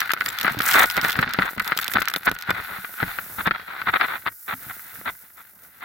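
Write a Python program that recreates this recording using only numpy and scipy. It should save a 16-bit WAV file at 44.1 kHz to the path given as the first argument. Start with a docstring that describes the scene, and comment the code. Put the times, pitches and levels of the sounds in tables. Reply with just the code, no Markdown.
"""A slope of volcanic gravel, heard from a helmet camera as its rider comes off a board and tumbles.
Gravel grinds on the helmet, the camera knocks in its plastic case and grit snaps against it;
all of this rings in the case. The body thumps on the ground, a few blows leave a thin metallic ring,
and fine sand hisses on as the slide dies away."""
import sys
import numpy as np
from scipy import signal
from scipy.fft import rfft, irfft
from scipy.io import wavfile
from scipy.ndimage import uniform_filter1d, minimum_filter1d

SR = 44100
rng = np.random.default_rng(int(sys.argv[2]) if len(sys.argv) > 2 else 0)


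def int16_out(signal):
    """Quantize to a 16-bit WAV file."""
    q = np.round(np.clip(np.atleast_2d(signal).T, -1, 1) * 32767)
    wavfile.write(sys.argv[1], SR, q.astype(np.int16))


N = 257544
TIME = np.arange(N) / SR

# how hard the gravel grinds under the rider: time_s, level_db
GRIND_LEVEL = [(0, -27.5), (0.17, -36), (0.55, -29), (0.78, -21.5), (0.92, -31.5), (1.17, -29), (1.55, -37),
               (1.98, -30.5), (2.2, -38), (2.6, -39.5), (2.92, -43.5), (3.12, -37), (3.3, -42),
               (4.12, -39.5), (4.36, -61), (4.62, -44), (5.0, -47), (5.3, -58.5), (5.6, -52)]
# how much sand streams past the helmet: time_s, level_db
SAND_LEVEL = [(0, -47.5), (0.55, -44.5), (0.7, -30.5), (0.85, -31), (0.96, -46.5), (1.08, -34),
              (1.3, -57.5), (1.66, -43.5), (1.95, -42.5), (2.36, -55.5), (2.55, -45), (3.44, -38.5),
              (3.5, -57), (4.08, -44), (4.3, -47), (4.7, -40), (5.2, -47.5), (5.84, -54)]
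# the helmet drags over the ground: start_s, end_s, level_db
DRAGS = [(0.452, 0.512, -28.5), (0.62, 0.733, -33), (0.746, 0.844, -16), (0.97, 1.002, -25.5),
         (1.03, 1.106, -29.5), (1.23, 1.238, -20.5), (1.411, 1.492, -29.5), (1.663, 1.738, -32),
         (1.958, 1.973, -20.5), (2.27, 2.288, -19.5), (2.489, 2.513, -25), (2.547, 2.606, -32.5),
         (2.688, 2.781, -37.5), (3.001, 3.038, -32.5), (3.075, 3.116, -37), (3.389, 3.414, -28.5),
         (3.461, 3.483, -22), (3.547, 3.56, -29.5), (3.678, 3.82, -38), (3.874, 3.898, -21),
         (3.939, 3.968, -19.5), (4.004, 4.055, -24), (4.083, 4.167, -31), (4.264, 4.284, -26.5),
         (4.486, 4.538, -30), (4.701, 4.714, -33.5), (5.063, 5.096, -27.5), (5.376, 5.417, -48.5),
         (5.823, 5.85, -37)]
# the rider hits the slope: start_s, level_db, pitch_hz
LANDINGS = [(0.448, -36.5, 199), (0.51, -34.5, 130), (0.57, -31, 294), (0.973, -34, 260),
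            (1.03, -35.5, 117), (1.189, -26.5, 237), (1.269, -36.5, 245), (1.387, -27, 195.7),
            (1.575, -34, 203), (1.954, -27, 189), (2.278, -33, 261), (2.488, -33, 182), (2.786, -44.5, 185),
            (3.026, -27, 187), (3.384, -36.5, 183), (3.469, -28.5, 182), (3.87, -38, 209),
            (4.264, -44.5, 108), (4.534, -39.5, 260), (4.666, -44.5, 112), (4.986, -47, 207)]


def camera_knocks(bounce_s=0.0065, bounce_db=-7.5, rattles_per_s=7, bumps_per_s=9.2):
    """The camera clacks in its case, a short ring over a dull body; lighter hits ride the grinding."""
    # hard knocks, each followed by one bounce: start_s, ring_db, body_db
    hard_knocks = [(0.0167, -15.5, -42), (0.0935, -19, -46), (0.105, -13.5, -50), (0.1346, -17.5, -30.5),
                   (0.2092, -13, -39.5), (0.2613, -20.5, -40), (0.4463, -14, -30), (0.4661, -14, -46),
                   (0.4789, -11, -29), (0.6032, -14.5, -29.5), (0.6883, -15.5, -55), (0.9767, -12.5, -26),
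                   (1.047, -15, -27.5), (1.189, -11.5, -27.5), (1.227, -12.5, -36), (1.3443, -19, -39),
                   (1.3878, -11.5, -20), (1.421, -11, -44), (1.5804, -23, -50), (1.5998, -14.5, -46),
                   (1.7199, -13, -29), (1.788, -18.5, -39.5), (1.9575, -12.5, -34), (1.9836, -15.5, -28.5),
                   (2.0175, -16, -34), (2.0755, -17.5, -59), (2.139, -23, -62), (2.1618, -28, -29),
                   (2.276, -9.5, -23), (2.314, -25.5, -29.5), (2.505, -17, -26.5), (2.8458, -23.5, -46),
                   (3.0018, -21.5, -49), (3.0284, -17, -25.5), (3.186, -19, -39.5), (3.474, -14.5, -27),
                   (3.5094, -12.5, -31), (3.8161, -22, -46), (4.011, -9.5, -50), (4.2719, -18, -38),
                   (5.013, -40, -44)]
    # colour of the ringing clack: freq_hz, gain_db
    clack_tone = [(400, -50), (800, -17), (1150, -2), (1500, 6.5), (2000, -1), (2700, -8), (3600, -16.5),
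                  (4300, -11.5), (5000, -8), (8000, -55)]
    # colour of the dull body: freq_hz, gain_db
    body_tone = [(60, -22), (170, -0.5), (300, -2), (550, -2.5), (900, -3.5), (1600, -11.5), (5000, -46)]
    grind_db, = in_time(GRIND_LEVEL)
    hard = np.transpose(hard_knocks)
    bounces = [hard[0] + bounce_s * rng.uniform(0.496, 1.5, len(hard_knocks)), *(hard[1:] + bounce_db)]
    rattle_s, rattle_db = chance_hits(np.full(N, rattles_per_s), grind_db + 8.5)
    rattles = [rattle_s, rattle_db, rattle_db - 22]   # the camera rattles: nearly all ring
    bump_s, bump_db = chance_hits(np.full(N, bumps_per_s), grind_db - 6.5)
    bumps = [bump_s, bump_db - 2, bump_db]   # stones roll under the helmet: soft and hollow
    start_s, ring_db, body_db = np.hstack([hard, bounces, rattles, bumps])
    clack = blows(start_s, ring_db - 1.5, clack_tone, chatter_s=0.0042, chatter=0.88)
    thud = blows(start_s, body_db + 4, body_tone, chatter_s=0.0027, chatter=0.27)
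    return through_shell(clack + thud)


def helmet_scrapes(rise_s=0.0057, fall_s=0.0052, slip_db=2.5, trim_db=3, margin=2500):
    """While the helmet drags, stones catch and slip under it in quick uneven bursts."""
    # colour of the rasp: freq_hz, gain_db
    rasp_tone = [(130, -19), (300, -15), (560, -13.5), (750, -3.5), (1000, -3), (1450, 2.5), (2000, -3.5),
                 (2450, -7.5), (3000, -16.5), (3600, -12.5), (4250, -14.5), (4700, -21), (6500, -46)]
    pressure = np.zeros(N)
    for start, end, db in DRAGS:
        near = slice(max(int(start * SR) - margin, 0), int(end * SR) + margin)
        fade = np.maximum(start - TIME[near], 0) / rise_s + np.maximum(TIME[near] - end, 0) / fall_s
        pressure[near] = np.maximum(pressure[near], from_db(db) * np.exp(-fade))
    force = grains(per_s=1300, spread_db=1.5, friction=0.69) * from_db(slip_db * drift(per_s=200))
    rasp = through_shell(through_case(force, rasp_tone))
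    power = uniform_filter1d(np.mean(rasp ** 2, axis=0), size=900)
    return from_db(trim_db) * pressure * rasp / np.sqrt(np.abs(power) + 1e-9)


def gravel_slide(crunch_db=2.5, shudder_db=5.1, surge_above_db=-37.5):
    """Gravel rolls under the rider and sprays past; the coarser it is, the more it comes in clumps."""
    # coarseness of the gravel, as the spread of grain sizes: time_s, spread_db
    coarseness = [(0, 6), (.75, 3.5), (1.0, 3.5), (2.3, 7), (2.7, 0.53), (4.8, 0.93), (5.8, 2)]
    # midrange crunch of rolling gravel: freq_hz, gain_db
    grind_tone = [(300, -33), (560, -31), (750, -6.5), (1100, -9.5), (1450, 2), (1950, -4.5), (2600, -9),
                  (3200, -15), (4200, -11), (4900, -20), (6500, -31)]
    # low rumble of the slide: freq_hz, gain_db
    rumble_tone = [(20, -17), (55, -3), (115, 3), (148, -6), (190, 0), (330, -7), (600, -4.5), (1200, -7.5)]
    # bright coarse spray: freq_hz, gain_db
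    spray_tone = [(2000, -31), (3600, -12), (5000, 3.5), (6800, 3.5), (7800, 5.5), (9800, 3), (12000, -17),
                  (16000, 9.5)]
    # airy hiss of fine sand: freq_hz, gain_db
    sand_tone = [(7000, -23), (9800, -10), (11200, -1), (12300, -1.5), (13100, -0.5), (14500, 1.5),
                 (15800, -2), (17000, -4)]
    grind_db, = in_time(GRIND_LEVEL)
    sand_db, = in_time(SAND_LEVEL)
    spread_db, = in_time(coarseness)
    # a strong stream of sand carries coarse spray as well
    spray_db = sand_db - 6.5 + np.maximum(sand_db - surge_above_db, 0)
    clumps_db = 0.53 * spread_db * drift(per_s=140)
    showers_db = 0.97 * spread_db * drift(per_s=27)
    rolling = grains(per_s=1100, spread_db=spread_db, friction=1)
    rolling *= from_db(grind_db - 1.44 + 0.58 * clumps_db + crunch_db * drift(per_s=20))
    rumble = rng.standard_normal((2, N)) * rumble_gain(grind_db) * from_db(shudder_db * drift(per_s=32))
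    spray = grains(per_s=3100, spread_db=spread_db, friction=1)
    spray *= from_db(spray_db + showers_db + 2.6 * clumps_db)
    sand = grains(per_s=10000, spread_db=spread_db, friction=0.16)
    sand *= from_db(sand_db + 2 + showers_db + 1.34 * clumps_db)
    return (through_case(rolling, grind_tone) + through_case(rumble, rumble_tone)
            + through_case(spray, spray_tone) + through_case(sand, sand_tone))


def grit_snaps(usual_sand_db=-44, usual_ticks_per_s=14, tick_db=-31.5, tumble_end_s=2.5):
    """Hard stones snap brightly on the case; the tumble throws up lighter ticks with the sand."""
    # the larger stones strike: start_s, level_db
    strikes = [(0.0044, -20), (0.1183, -23.5), (0.1355, -22), (0.261, -23.5), (0.2886, -27.5),
               (0.387, -23.5), (0.412, -22.5), (0.589, -28), (0.712, -20), (0.7397, -13), (0.9002, -23),
               (0.9678, -24), (1.014, -25), (1.0974, -24), (1.336, -24), (1.597, -24), (1.6773, -25.5),
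               (1.775, -19.5), (1.789, -24), (1.844, -25.5), (1.88, -23), (1.937, -23), (2.021, -25),
               (2.0844, -21.5), (2.1383, -22.5), (2.1613, -22), (2.315, -28), (2.424, -31), (2.5056, -25.5),
               (3.4705, -32)]
    # colour of a snap: freq_hz, gain_db
    snap_tone = [(1000, 5), (2500, 8.5), (4000, 8), (5500, 3.5), (6600, -2.5), (7700, 0), (9800, -8.5),
                 (11500, 0.5), (13300, 6.5), (16000, -4)]
    sand_db, = in_time(SAND_LEVEL)
    swell_db = 0.54 * (sand_db - usual_sand_db)   # more sand: denser, louder ticks
    ticks_per_s = usual_ticks_per_s * from_db(swell_db) * (TIME < tumble_end_s)
    ticks = chance_hits(ticks_per_s, tick_db + swell_db)
    start_s, level_db = np.hstack([np.transpose(strikes), ticks])
    return blows(start_s, level_db + 1.5, snap_tone, chatter_s=0.002, chatter=1.28, stone_ring=0.57)


def body_thumps(shake_db=-2, boom_db=5):
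    """The body's weight comes down: the helmet shakes and booms for a few cycles."""
    # bass-heavy colour of the shake: freq_hz, gain_db
    shake_tone = [(20, -10.5), (50, -4.5), (80, -3), (115, 2), (148, -2.5), (185, -1), (300, -5),
                  (450, -19), (900, -11.5), (3000, -75)]
    start_s, level_db, _ = np.transpose(LANDINGS)
    shake = blows(start_s, level_db + shake_db, shake_tone, chatter_s=0.016, chatter=0.83, span_s=0.03)
    boom = sum(dying_sine(s, hz, db + boom_db, t60_s=0.13, rise_s=0.005) for s, db, hz in LANDINGS)
    return shake + boom


def metallic_rings():
    """A few hard blows leave a thin metallic tone."""
    # the ringing tones: start_s, pitch_hz, level_db, t60_s
    tones = [(0.287, 7480, -15, 0.02), (0.834, 1452, -27.5, 1.8), (2.281, 1455, -39, 4.3),
             (3.512, 3300, -46.5, 0.71)]
    return sum(dying_sine(s, hz, db, t60_s, rise_s=0.00065) for s, hz, db, t60_s in tones)


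def rumble_gain(grind_db, drag_db=-22.5, plough_db=-15.5, fall_db_per_s=123):
    """The low rumble follows the grinding, rises while the helmet drags and swells at every landing."""
    power = from_db(0.55 * grind_db - 34) ** 2
    for start, end, db in DRAGS:
        power[int(start * SR):int(end * SR)] += from_db(db + drag_db) ** 2
    for start, db, _ in LANDINGS:
        after = slice(int(start * SR), int((start + 1) * SR))
        power[after] += from_db(db + plough_db - fall_db_per_s * (TIME[after] - start)) ** 2
    return np.sqrt(power)


def blows(times_s, levels_db, tone, chatter_s, chatter, stone_ring=0, span_s=0.005, size=6000):
    """Each blow on the case is a push, a dying chatter and an optional ring; level is taken over span_s."""
    force, age = np.zeros((2, N + size)), np.arange(size) / SR
    colour = rms_one(from_db(at_hz(tone, np.arange(size // 2 + 1) * SR / size)))
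    for s, db in zip(times_s, levels_db):
        stone = stone_ring * np.sin(2 * np.pi * rng.uniform(2740, 15040) * age)
        blow = chatter * rms_one((rng.standard_normal((2, size)) + stone) * np.exp(-age / chatter_s))
        blow[:, 0] += np.sqrt(size) * rng.choice([-1, 1], 2)   # the push
        energy = np.mean(abs(rfft(blow) * colour) ** 2, axis=1, keepdims=True)
        start = max(round(s * SR), 0)
        force[:, start:start + size] += from_db(db) * blow * np.sqrt(span_s * SR / energy)
    return through_case(force[:, :N], tone)


def grains(per_s, spread_db, friction):
    """Stones touch at random, few hard and many soft, over smooth friction noise; steady unit power."""
    sizes = from_db(spread_db * np.minimum(rng.exponential(1, N), 4))
    contacts = (rng.random(N) < per_s / SR) * sizes * rng.standard_normal((2, N))
    power = uniform_filter1d(np.mean(contacts ** 2, axis=0), size=1300)
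    return rms_one(contacts / np.sqrt(np.abs(power) + 1e-6) + friction * rng.standard_normal((2, N)))


def through_case(force, tone, size=4096, skirt_db_per_octave=22):
    """A (push, rock) force takes on a colour and the case's resonances, and comes out in stereo."""
    # narrow resonances of the case: freq_hz, width_hz, gain_db
    case_modes = [(1309, 124, 3.0), (1484, 28, 3.5), (1700, 25, -1.5), (1876, 18, 3.5), (2029, 170, 4.5),
                  (3560, 89, 6)]
    # how much the case rocks rather than pushes its two microphones: freq_hz, side_minus_mid_db
    rocking = [(60, -13), (140, -13.5), (270, -9.5), (520, -2), (850, -0.5), (1200, -4), (1500, -9.5),
               (2000, -4.5), (2600, 2), (3600, -5.5), (4500, 0.5), (6000, -7), (8300, -2.5), (13000, -6)]
    # stereo balance: freq_hz, left_minus_right_db
    balance = [(100, -1.1), (250, 0.1), (500, 3), (1200, 2), (2500, 0.5), (8000, -0.5), (14000, -1)]
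    hz = np.arange(size // 2 + 1) * SR / size
    octaves_outside = abs(np.log2(np.maximum(hz, 1) / np.clip(hz, tone[0][0], tone[-1][0])))
    db = at_hz(tone, hz) - skirt_db_per_octave * octaves_outside
    db += sum(boost / (1 + (2 * (hz - centre) / width) ** 2) for centre, width, boost in case_modes)
    rock = from_db(at_hz(rocking, hz))
    lean_db = at_hz(balance, hz) / 2
    gain = rms_one(from_db(db)) / np.sqrt(1 + rock ** 2)
    channels = []
    for sign in (1, -1):
        responses = np.array([causal_response(gain * from_db(sign * lean_db) * g) for g in (1, rock)])
        pushed, rocked = signal.oaconvolve(force, responses, axes=1)[:, :N]
        channels.append(pushed + sign * rocked)
    return np.array(channels)


def through_shell(x, bend_hz=1600, bend_width_hz=900, cutoff_hz=4124):
    """The plastic shell dulls the treble, and bending waves smear each hit into a short wave packet."""
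    radius = np.exp(-np.pi * bend_width_hz / SR)
    poles = [1, -2 * radius * np.cos(2 * np.pi * bend_hz / SR), radius ** 2]
    smeared = signal.lfilter(poles[::-1], poles, x + 1e-18)   # all-pass
    return signal.sosfilt(signal.butter(8, cutoff_hz, fs=SR, output="sos"), smeared)


def dying_sine(start_s, hz, db, t60_s, rise_s):
    """A struck resonance swells quickly and rings out."""
    out = np.zeros(N)
    start = max(round(start_s * SR), 0)
    age = TIME[:min(int(t60_s * SR), N - start)]
    envelope = from_db(db - 60 * age / t60_s) * (1 - np.exp(-age / rise_s))
    out[start:start + len(age)] = envelope * np.sin(2 * np.pi * hz * age)
    return out


def chance_hits(per_s, level_db, spread_db=1.5, candidates=240):
    """Times and levels of random hits, whose rate and mean level follow two curves."""
    when, luck, strength = rng.random((candidates, 3)).T
    at = (when * N).astype(int)
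    kept = luck < per_s[at] * (N / SR) / candidates
    hit_db = level_db[at] + spread_db * np.sqrt(12) * (strength - 0.5)
    return TIME[at][kept], hit_db[kept]


def drift(per_s):
    """A random wander of unit rms that turns per_s times a second."""
    knots = np.random.default_rng(rng.integers(1 << 30)).standard_normal(int(N / SR * per_s) + 2)
    return rms_one(np.interp(TIME * per_s, np.arange(len(knots)), knots))


def causal_response(gain):
    """The minimum-phase impulse response with this gain per frequency."""
    cepstrum = irfft(np.log(gain + 1e-9))
    half = len(cepstrum) // 2
    folded = np.r_[cepstrum[0], 2 * cepstrum[1:half], np.zeros(half)]
    return irfft(np.exp(rfft(folded)))


def in_time(rows):
    """One automation curve for each column after the time, straight between the rows."""
    time_s, *columns = np.transpose(rows)
    return [np.interp(TIME, time_s, column) for column in columns]


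def at_hz(points, hz):
    """Read a table on a log-frequency axis."""
    freq_hz, value = np.transpose(points)
    return np.interp(np.log(np.maximum(hz, 1)), np.log(freq_hz), value)


def from_db(db):
    """Decibels to gain."""
    return 10 ** (np.asarray(db) / 20)


def rms_one(x):
    """Scale to unit rms."""
    return x / np.sqrt(np.mean(x ** 2) + 1e-20)


def scene():
    """Everything sounds close to the helmet; the open slope gives no echo."""
    return (gravel_slide() + helmet_scrapes() + camera_knocks()
            + grit_snaps() + body_thumps() + metallic_rings())


def record(dry, ceiling=0.91, window=130, cutoff_hz=15900):
    """A fast limiter ducks both sides around the hardest peaks; a steep low-pass cuts the top."""
    needed = 1 / np.maximum(np.abs(dry).max(axis=0) / ceiling, 1)
    gain = uniform_filter1d(minimum_filter1d(needed, window), window)
    low_pass = signal.ellip(12, 0.1, 80, cutoff_hz, fs=SR, output="sos")
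    return signal.sosfilt(low_pass, gain * dry)


dry = scene()
out = record(dry)
int16_out(out)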